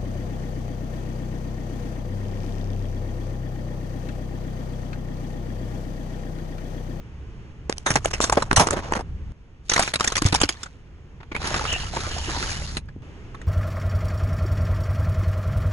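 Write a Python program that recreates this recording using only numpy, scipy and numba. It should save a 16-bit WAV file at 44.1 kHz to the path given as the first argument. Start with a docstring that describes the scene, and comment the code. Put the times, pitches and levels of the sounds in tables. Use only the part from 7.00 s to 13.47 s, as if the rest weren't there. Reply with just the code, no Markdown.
"""On asphalt, right beside the wheel: a car tyre creeps over things laid on the ground.
Thin slime tubs pop, hard toy trucks snap, and cans of crisps buckle and grind to crumbs; at the end
the tyre nudges a row of toy figures. Fractures are click clusters that ring a shell, crumbling is dense
grains of noise, small pops are decaying sines. Sagging sine thuds mark things giving way, and coloured
noise makes the low rumble and faint hiss of the car."""
import sys
import numpy as np
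from scipy import signal
from scipy.fft import rfft, irfft
from scipy.io import wavfile
from numba import njit

SR = 44100
rng = np.random.default_rng(int(sys.argv[2]) if len(sys.argv) > 2 else 0)


def output_pcm(signal):
    """Save a mono or channel-first signal as 16-bit PCM at the path in sys.argv[1].

    Samples are clipped to [-1, 1] before scaling.
    """
    pcm = np.clip(np.atleast_2d(signal).T, -1, 1) * 32767
    wavfile.write(sys.argv[1], SR, np.round(pcm).astype(np.int16))


N = 285327
TIME, FREQ = np.arange(N) / SR, np.fft.rfftfreq(N, 1 / SR)

# Crack and squeeze levels are starting points: each source's trims, the ports and record() act on them later.
# Tubs bursting: hollow body, sharp snap, shell resonance [start_s, body_db, snap_db, pitch_hz, decay_s]
TUB_CRACKS = [(0.6975, -18.5, -28.5, 560, 0.00072), (0.7262, -35, -29.5, 1650.0, 0.00045),
              (0.7825, -45, -31.5, 900, 0.0005), (0.8631, -16, -20, 1736, 0.023),
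              (0.9045, -19.5, -20.5, 1910, 0.01), (0.9574, -13, -17, 801, 0.0023),
              (0.961, -14.5, -23, 1830, 0.0068), (1.0472, -24, -26.5, 1153, 0.0058),
              (1.0579, -18, -23, 563, 0.0013), (1.1358, -24, -25, 2790, 0.0088),
              (1.157, -37, -44, 2750, 0.045), (1.2045, -17, -29, 940, 0.00059),
              (1.2127, -30.5, -18, 591, 0.028), (1.2401, -20, -17.5, 1390, 0.0061),
              (1.298, -18.5, -24.5, 1026, 0.0026), (1.3254, -15.5, -20.5, 898, 0.0038),
              (1.3733, -10, -28, 594, 0.0057), (1.4239, -19.5, -26.5, 1100, 0.0043),
              (1.513, -9, -31, 1540, 0.00096), (1.5305, -14, -24, 935, 0.00074),
              (1.5638, -29, -9, 1082, 0.011), (1.572, -10, -16.5, 1174, 0.0073),
              (1.597, -10, -13, 980, 0.016), (1.606, -10.5, -21, 852, 0.015),
              (1.672, -20, -24.5, 1306, 0.0033), (1.6874, -20.5, -35.5, 1220, 0.00097),
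              (1.7078, -21.5, -21.5, 1500, 0.0021), (1.7301, -18, -30.5, 465, 0.0073),
              (1.9231, -16, -33, 873, 0.00097), (1.9357, -23.5, -30.5, 1870, 0.0018),
              (1.9529, -23.5, -35, 1090, 0.012), (1.9934, -30, -46, 871, 0.0021),
              (2.009, -32.5, -45.5, 710, 0.0036)]
# The tyre bears down on three tubs [start_s, end_s, body_db, treble_db]
TUB_SQUEEZES = [(.87, 1.18, -49.5, -45), (1.21, 1.55, -37.5, -40.5), (1.6, 2.005, -31, -48)]
# Colour of the thin tubs, relative power density [freq_hz, density_db]
TUB_COLOUR = [(120, 1.5), (300, 4), (900, 0), (1500, -4), (2300, -8.5), (4300, -12), (6200, -8.5),
              (8400, -15.5), (10800, -21.5)]


def tubs():
    """Thin shells burst in clicks and shed splinters, while air pockets burst in the slime."""
    bursts = cracks(TUB_CRACKS, TUB_COLOUR, ring_q=2.0, ring_db=11.0, tail_db=-31.5, tail_s=0.0083)
    pressing = squeeze(TUB_SQUEEZES, attack_s=0.013, release_s=.01,
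                       body_sag_db_per_s=29.5, treble_sag_db_per_s=30.5)
    shedding = debris(TUB_CRACKS, settle_s=0.021, body_db=-17.5, snap_db=-14.0)
    effort = np.hypot(pressing, shedding)
    splinters = crumble(effort, TUB_COLOUR, rate=2200, surge_db=6, body_db=0, snap_db=-1)
    air_pockets = pops(effort, count=4000, low_hz=380, high_hz=1400, cycles=3.4, db=-5.5)
    return bursts + splinters + air_pockets + squelch()


# Slime squelches out from under the tyre [start_s, end_s, body_db, treble_db]
SQUELCHES = [(1.66, 2.005, -36, -37)]
# Colour of the slime, relative power density [freq_hz, density_db]
SLIME_COLOUR = [(150, -0.5), (1000, 5), (2000, -9.5), (6500, -8.5), (8400, -26)]


def squelch():
    """Wet slime is forced out as a dense run of tiny soft grains that ease off."""
    effort = squeeze(SQUELCHES, attack_s=0.015, release_s=0.0051,
                     body_sag_db_per_s=15, treble_sag_db_per_s=22)
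    return crumble(effort, SLIME_COLOUR, rate=4400, surge_db=1.5, body_db=-2.5, snap_db=-7.5)


# Toys snapping, and at the end two faint knocks of nudged toy figures: hollow body, sharp snap,
# shell resonance [start_s, body_db, snap_db, pitch_hz]
TOY_CRACKS = [(2.6975, -25.5, -16.5, 2600), (2.7183, -19.5, -23.5, 1920), (2.7372, -22, -17, 1280),
              (2.7635, -16, -23, 2120), (2.779, -18.5, -24, 1090), (2.795, -12.5, -17.5, 780),
              (2.8248, -26, -22, 1320), (2.834, -26.5, -31, 2430), (2.8775, -25, -31.5, 2460),
              (2.9385, -22.5, -21, 2130), (2.9578, -24, -22.5, 2530), (2.999, -27.5, -27, 1210),
              (3.0085, -19, -21.5, 1210), (3.045, -21.5, -22, 2400), (3.0765, -21, -16.5, 1900),
              (3.1226, -24.5, -26.5, 1280), (3.157, -24.5, -22.5, 2300), (3.1685, -27, -21, 2400),
              (3.18, -24, -21, 1160), (3.2205, -18.5, -23.5, 313), (3.262, -22, -19.5, 294),
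              (3.3265, -18.5, -22, 295), (3.3455, -14.5, -16.5, 900), (3.3586, -27.5, -21, 2430),
              (3.4035, -33, -29, 2450), (3.4158, -15.5, -14, 3100), (3.4355, -21, -15.5, 2820),
              (3.4921, -24.5, -18.5, 350), (3.525, -56.5, -37, 2400), (3.633, -36, -30, 1370),
              (3.662, -36.5, -47, 1400), (6.3472, -37, -55, 1230), (6.4166, -42.5, -51, 1880)]
# The tyre bears down on three trucks, then the wrecks ease back [start_s, end_s, body_db, treble_db]
TOY_SQUEEZES = [(2.715, 2.88, -39, -36), (3.03, 3.10, -32.5, -35), (3.245, 3.28, -29.5, -33),
                (3.5, 3.67, -48, -58)]
# Colour of the hard toys, relative power density [freq_hz, density_db]
TOY_COLOUR = [(120, 5), (300, 2), (1400, 1), (2200, -3.5), (5200, -3), (6500, -3.5), (8400, -11),
              (10800, -16)]


def toys():
    """Hard plastic snaps with a ringing shell, shards grind and pop; nudged figures knock faintly at the end."""
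    snaps = cracks(TOY_CRACKS, TOY_COLOUR, ring_q=6.2, ring_db=11.5,
                   tail_db=-14.5, tail_s=0.0048, decay_s=0.0046)
    pressing = squeeze(TOY_SQUEEZES, attack_s=0.016, release_s=0.023,
                       body_sag_db_per_s=13, treble_sag_db_per_s=7)
    shedding = debris(TOY_CRACKS, settle_s=0.021, body_db=-10.5, snap_db=-19.5)
    effort = np.hypot(pressing, shedding)
    shards = crumble(effort, TOY_COLOUR, rate=1200, surge_db=2.5, body_db=-4, snap_db=2)
    plastic = pops(effort, count=1300, low_hz=845, high_hz=4540, cycles=11, db=-6.0)
    return snaps + shards + plastic


# Cans buckling and springing back: hollow body, sharp snap, shell resonance
# [start_s, body_db, snap_db, pitch_hz]
CAN_CRACKS = [(4.205, -39.5, -73, 870), (4.2318, -41, -68.5, 920), (4.3181, -29, -53, 2260),
              (4.3501, -22, -46.5, 2230), (4.3642, -22.5, -41, 2530), (4.444, -28, -44, 1830),
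              (4.473, -35, -27.5, 940), (4.5427, -19.5, -29, 1270), (4.5622, -23, -35, 1360),
              (4.612, -26, -56, 864), (4.653, -24, -46, 1340), (4.7273, -23, -25.5, 490),
              (4.795, -50, -53, 950), (4.941, -34.5, -53, 870), (4.9665, -20.5, -41, 950),
              (5.327, -34.5, -57, 950), (5.4281, -24, -43, 1289), (5.518, -32, -34, 1610),
              (5.7701, -25.5, -26, 2670), (5.888, -41, -62.5, 1670)]
# Surges as the tyre dents and flattens four cans [start_s, end_s, body_db, treble_db]
CAN_SQUEEZES = [(4.455, 4.57, -28, -36), (4.655, 4.74, -33.5, -38), (4.95, 5.02, -33.5, -37),
                (5.11, 5.25, -35, -38.5), (5.3, 5.52, -30.5, -35.5)]
# Colour of the cans and crisps, relative power density [freq_hz, density_db]
CAN_COLOUR = [(120, 0), (320, -4.5), (1050, -4.5), (2200, -4.5), (2950, -1.5), (5300, 5.5), (6100, 3.5),
              (6800, 5), (8400, -7.5), (10400, -3), (11500, -50.5)]


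def cans():
    """Can walls buckle and crease, crisps grind to crumbs inside them, and the metal ends ring."""
    buckles = undb(-2.0) * cracks(CAN_CRACKS, CAN_COLOUR, ring_q=13.3, ring_db=9.0,
                                  tail_db=5.5, tail_s=0.0087, decay_s=0.0042)
    effort = squeeze(CAN_SQUEEZES, attack_s=0.033, release_s=0.23, body_sag_db_per_s=26)
    effort = effort * held(0, RIDES[-1][1], 1, 0.0082)  # the tyre drops off the last can
    crunch = crumble(effort, CAN_COLOUR, rate=3800, surge_db=1, body_db=-2.0, snap_db=-0.5)
    crisps = walls(crunch, q=6.8, drift=0.041, swell_db=9.5, db=-13.0)
    creases = pops(effort, count=600, low_hz=298, high_hz=2400, cycles=3.2, db=-5)
    # single crisps snapping follow the treble effort
    flakes = pops(effort[::-1], count=1200, low_hz=1450, high_hz=7820, cycles=48, db=-6.5)
    return buckles + crisps + creases + flakes + rims(q=6.7, hz=2906, fade_s=0.028)


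# Resonances of the can walls [pitch_hz]
WALL_MODES_HZ = (350, 920, 1340, 1700, 4100)


def walls(crunch, q, drift, swell_db, db):
    """The can walls ring with the crunch; each resonance shifts in pitch and comes and goes as they fold."""
    out = crunch
    for hz in WALL_MODES_HZ:
        centre = hz * np.exp(drift * walk(9))
        gain = undb(db + swell_db * walk(16))
        out = out + gain * np.array([resonate(side, centre, float(q)) for side in crunch])
    return out


# The metal can ends ring brightly as they fold [start_s, end_s, level_db]
RIM_RINGS = [(4.69, 4.74, -28.5), (4.825, 4.835, -35.5), (5.117, 5.287, -40)]


def rims(q, hz, fade_s):
    """Short rasps excite the metal can ends, whose pitch wavers as they bend."""
    effort = sum(undb(db) * held(start, end, fade_s, fade_s) for start, end, db in RIM_RINGS)
    rasp = rng.standard_normal((2, N)) * undb(5 * walk(130))
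    centre = hz * np.exp(.035 * walk(45))
    once = [resonate(side, centre, float(q)) for side in rasp]
    ring = np.array([resonate(side, centre, float(q)) for side in once])
    return ring / np.std(ring) * effort


# Dull knocks as something gives way under the tyre; level and pitch before they fade and sag
# [start_s, level_db, pitch_hz]
THUDS = [(0.906, -12.5, 135), (0.963, -14, 143), (1.578, -5, 101), (1.605, -5, 175), (2.791, -18, 293),
         (3.253, -0.5, 105), (3.327, -12.5, 176), (3.435, -3, 325), (4.317, -18.5, 340), (5.372, -19, 315),
         (5.768, -16, 255.2), (5.963, -23.5, 274)]
THUD_CYCLES = 0.88  # swings in which a knock fades to 1 / e


def thuds(sag=0.13, wobble_db=-17, wobble_s=0.042):
    """The rubber lands and swings briefly, its pitch sagging as the load settles; a faint wobble lingers."""
    out, t = np.zeros((2, N)), np.arange(SR // 4) / SR
    for s, db, hz in THUDS:
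        decay = THUD_CYCLES / hz
        sagging_hz = hz * (1 - sag * (1 - np.exp(-t / decay / 2)))
        swing = np.sin(2 * np.pi * np.cumsum(sagging_hz) / SR)
        wobble = undb(wobble_db) * np.exp(-t / wobble_s * hz / 100)  # wobble_s holds at 100 Hz
        fade = np.maximum(np.exp(-t / decay), wobble)
        onset = 1 - np.exp(-t / 0.00059)
        add(out, s, undb(db) * (swing * fade * onset)[None])
    return out


# Stretches of car sound, each with its own starting rumble and hiss level, before the trims
# [start_s, rumble_db, hiss_db]
CAR_STRETCHES = [(0, -41.5, -47.5), (.52, -42.5, -49), (2.321, -49.5, -55), (3.45, -48.5, -52),
                 (5.801, -40, -52.5), (6.021, -44, -44.5)]
# The tyre rides on top of the things [start_s, end_s]
RIDES = [(.9, 1.8), (3.17, 3.45), (4.369, 5.78)]
# Colours of rumble and hiss, relative power density [freq_hz, density_db]
RUMBLE_COLOUR = [(12, -6), (28, -1.5), (72, 2.5), (100, -2.5), (145, -6), (320, -28), (700, -88.5)]
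HISS_COLOUR = [(100, 7.5), (440, 3), (600, -6), (2900, -12), (4000, -23), (6500, -23), (9000, -37.5)]
RUMBLE_RISE_DB_PER_S, HISS_RISE_DB_PER_S = 5, 0.5  # growth within each stretch
LOAD_DB, LOAD_EASE_S = -36, 0.027  # extra rumble during a ride, before the rumble trim


def car(rumble_db=2, hiss_db=0):
    """Low rumble under a faint, wavering hiss; both grow within a stretch, and rumble swells under load."""
    stretches = np.array(CAR_STRETCHES)
    start, idle_db, air_db = stretches[np.searchsorted(stretches[1:, 0], TIME)].T
    since = TIME - start
    load = sum(held(on, off, LOAD_EASE_S, LOAD_EASE_S) for on, off in RIDES)
    drive = np.hypot(undb(idle_db + RUMBLE_RISE_DB_PER_S * since), undb(LOAD_DB) * load)
    rumble = colour(rng.standard_normal((2, N)), undb(over_hz(RUMBLE_COLOUR))) * drive
    air = undb(air_db + HISS_RISE_DB_PER_S * since + 0.24 * walk(17))
    hiss = colour(rng.standard_normal((2, N)), undb(over_hz(HISS_COLOUR))) * air
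    return undb(rumble_db) * rumble + undb(hiss_db) * hiss


def cracks(table, spectrum, ring_q, ring_db, tail_db, tail_s, decay_s=None):
    """A fracture runs in uneven clicks, rings the shell briefly and stirs a few high shard modes."""
    out, size = np.zeros((2, N)), 4096
    t = np.arange(size) / SR - .004  # a 4 ms lead-in leaves room for the rise
    f = np.fft.rfftfreq(size, 1 / SR) + 1
    gain = np.interp(f, FREQ, undb(over_hz(spectrum)))
    ratio = (f / 2200) ** 4  # body below 2200 Hz, snap above
    for s, body_db, snap_db, hz, *own_decay in table:
        decay = own_decay[0] if own_decay else decay_s
        # a long tear also starts more slowly than a clean snap
        after, rise = np.maximum(t, 0), np.clip(decay / 3, .0007, .0014)
        fade = np.exp(-after / abs(decay)) + undb(tail_db) * np.exp(-after / tail_s)
        shape = np.exp(np.minimum(t, 0) / rise) * fade
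        jerks = np.exp(.45 * np.repeat(rng.standard_normal(size // 32), 32))
        clicks = rfft(rng.standard_normal((2, size)) * shape * jerks)
        ring = 1 + undb(ring_db) / (1 + 1j * ring_q * (f / hz - hz / f))
        # every shard also has a few high modes of its own
        modes = rng.uniform(1800, 10500, size=6)
        shard = 1 + sum(3 / (1 + 16j * (f / mode - mode / f)) for mode in modes)
        body = irfft(clicks * gain * ring / np.hypot(1, ratio))
        snap = irfft(clicks * gain * shard * ratio / np.hypot(1, ratio))
        add(out, s + t[0], burst(body, body_db) + burst(snap, snap_db))
    return out


def crumble(effort, spectrum, rate, surge_db, body_db, snap_db):
    """Many tiny fractures of very unequal size, rate per second on average, coming in surges."""
    sizes = (rng.random(N) < rate / SR) * undb(3.6 * np.minimum(rng.exponential(size=N), 4))
    # the power of each fracture dies away in 0.6 ms
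    power = signal.lfilter([1], [1, -np.exp(-1 / (.0006 * SR))], sizes ** 2)
    surges = undb(surge_db * walk(70))
    grains = np.sqrt(power / power.mean()) * surges * rng.standard_normal((2, N))
    body = grains * effort[0] * undb(body_db)
    snap = grains * effort[1] * undb(snap_db)
    return shell(body, snap, spectrum)


def pops(effort, count, low_hz, high_hz, cycles, db):
    """Small pitched pops at random moments, as loud as the crush is hard; each rings for a few cycles."""
    out, t = np.zeros((2, N)), np.arange(1024) / SR
    for when, pitch, size, place in rng.random((count, 4)):
        hz = low_hz * (high_hz / low_hz) ** pitch
        ring = np.sin(2 * np.pi * hz * t) * np.exp(-hz * t / cycles) * np.sqrt(hz) * size ** 2
        bearing = 2 * np.pi * place
        add(out, when * N / SR, np.outer([np.cos(bearing), np.sin(bearing)], ring))
    return out / np.std(out) * effort[0] * undb(db)


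def squeeze(table, attack_s, release_s, body_sag_db_per_s, treble_sag_db_per_s=0):
    """Body and treble gain of a crush: strongest as the object gives; each band eases by its sag."""
    gain = np.zeros((2, N))
    for start, end, body_db, treble_db in table:
        since = np.clip(TIME - start, 0, end - start)
        db = [body_db - body_sag_db_per_s * since, treble_db - treble_sag_db_per_s * since]
        gain = np.maximum(gain, undb(db) * held(start, end, attack_s, release_s))
    return gain


def debris(table, settle_s, body_db, snap_db, linger_s=0.096, linger_db=-16):
    """Body and treble gain of the splinters each crack sheds: most settle at once, a few trickle on."""
    kicks = np.zeros((2, N))
    for s, crack_body_db, crack_snap_db, *_ in table:
        kicks[:, int(s * SR)] += undb([crack_body_db + body_db, crack_snap_db + snap_db]) ** 2

    def fade(seconds):
        """Power that leaks away; its square root falls to 1 / e in this time."""
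        return signal.lfilter([1], [1, -np.exp(-2 / (seconds * SR))], kicks + 1e-18)

    return np.sqrt(fade(settle_s) + undb(linger_db) ** 2 * fade(linger_s))


def held(start, end, attack_s, release_s):
    """Gain that rises to one at the start, holds, and dies away after the end."""
    before = np.minimum(TIME - start, 0) / attack_s
    after = np.maximum(TIME - end, 0) / release_s
    return np.exp(np.maximum(before - after, -20))


@njit
def resonate(x, hz, q):
    """Band-pass whose centre moves with every sample."""
    y, band, low = np.empty(len(x)), 0., 0.
    for i in range(len(x)):
        g = np.tan(np.pi * hz[i] / SR)
        v = (band + g * (x[i] - low)) / (1 + g * (g + 1 / q))
        band, low, y[i] = 2 * v - band, low + 2 * g * v, v / q
    return y


def shell(body, snap, spectrum):
    """Give the low body and the bright snap the colour of one material, parted at 2200 Hz."""
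    gain, ratio = undb(over_hz(spectrum)), (FREQ / 2200) ** 4
    return colour(body, gain / np.hypot(1, ratio)) + colour(snap, gain * ratio / np.hypot(1, ratio))


def colour(x, gain):
    """Filter by a gain over frequency; white noise keeps its power."""
    return irfft(rfft(x) * gain / np.sqrt(np.mean(gain ** 2)), N)


def over_hz(table, axis=1):
    """One column of a table, joined on a log-frequency axis."""
    table = np.array(table)
    return np.interp(np.log(FREQ + 1), np.log(table[:, 0]), table[:, axis])


def walk(rate):
    """Smooth chance with a spread near 1, taking this many steps per second."""
    steps = rng.standard_normal(4096)
    return 1.2 * np.interp(TIME * rate, np.arange(len(steps)), steps)


def burst(x, db):
    """Scale a burst so that its energy equals 10 ms at this level."""
    return x * undb(db) * np.sqrt(SR / 100 / np.mean(np.sum(x ** 2, axis=1)))


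def add(track, s, sound):
    """Lay a sound into a track at time s."""
    start = max(int(s * SR), 0)
    track[:, start:start + sound.shape[1]] += sound[:, :max(N - start, 0)]


def undb(db):
    """Decibels to an amplitude factor."""
    return 10 ** (np.asarray(db) / 20)


# The two microphone ports: likeness from 0 to 1, lag of left behind right
# [freq_hz, likeness, left_lag_ms]
PORTS = [(60, .96, 0), (400, .8, -.08), (900, .72, -.1), (2300, .3, -.16), (3200, .2, 0), (6200, .7, .145),
         (10000, .35, .2)]


def ports(pair):
    """Two unrelated signals become left and right: alike in the bass, with a small lag higher up."""
    alike = np.clip(over_hz(PORTS), 0, 1)
    mid, side = rfft(pair) * np.sqrt([(1 + alike) / 2, (1 - alike) / 2])
    # each side turns by half the lag
    turn = np.exp(-1j * np.pi * FREQ * over_hz(PORTS, axis=2) / 10 ** 3)
    return irfft(np.array([(mid + side) * turn, (mid - side) / turn]), N)


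def scene():
    """Tubs, toys, cans and car heard through the two ports; the thuds reach both sides alike."""
    crushing = tubs() + toys() + cans()
    balance = undb([[-.4], [.4]])  # left, right
    return (ports(crushing + car()) + thuds()) * balance


TOP_HZ = 11150  # upper edge of the phone's sound


def record(dry):
    """The phone rounds the loudest peaks and cuts the top."""
    ceiling = .62
    rounded = ceiling * np.tanh(dry / ceiling)
    return signal.sosfilt(signal.cheby1(12, .3, TOP_HZ, fs=SR, output="sos"), rounded)


dry = scene()
out = record(dry)
output_pcm(out)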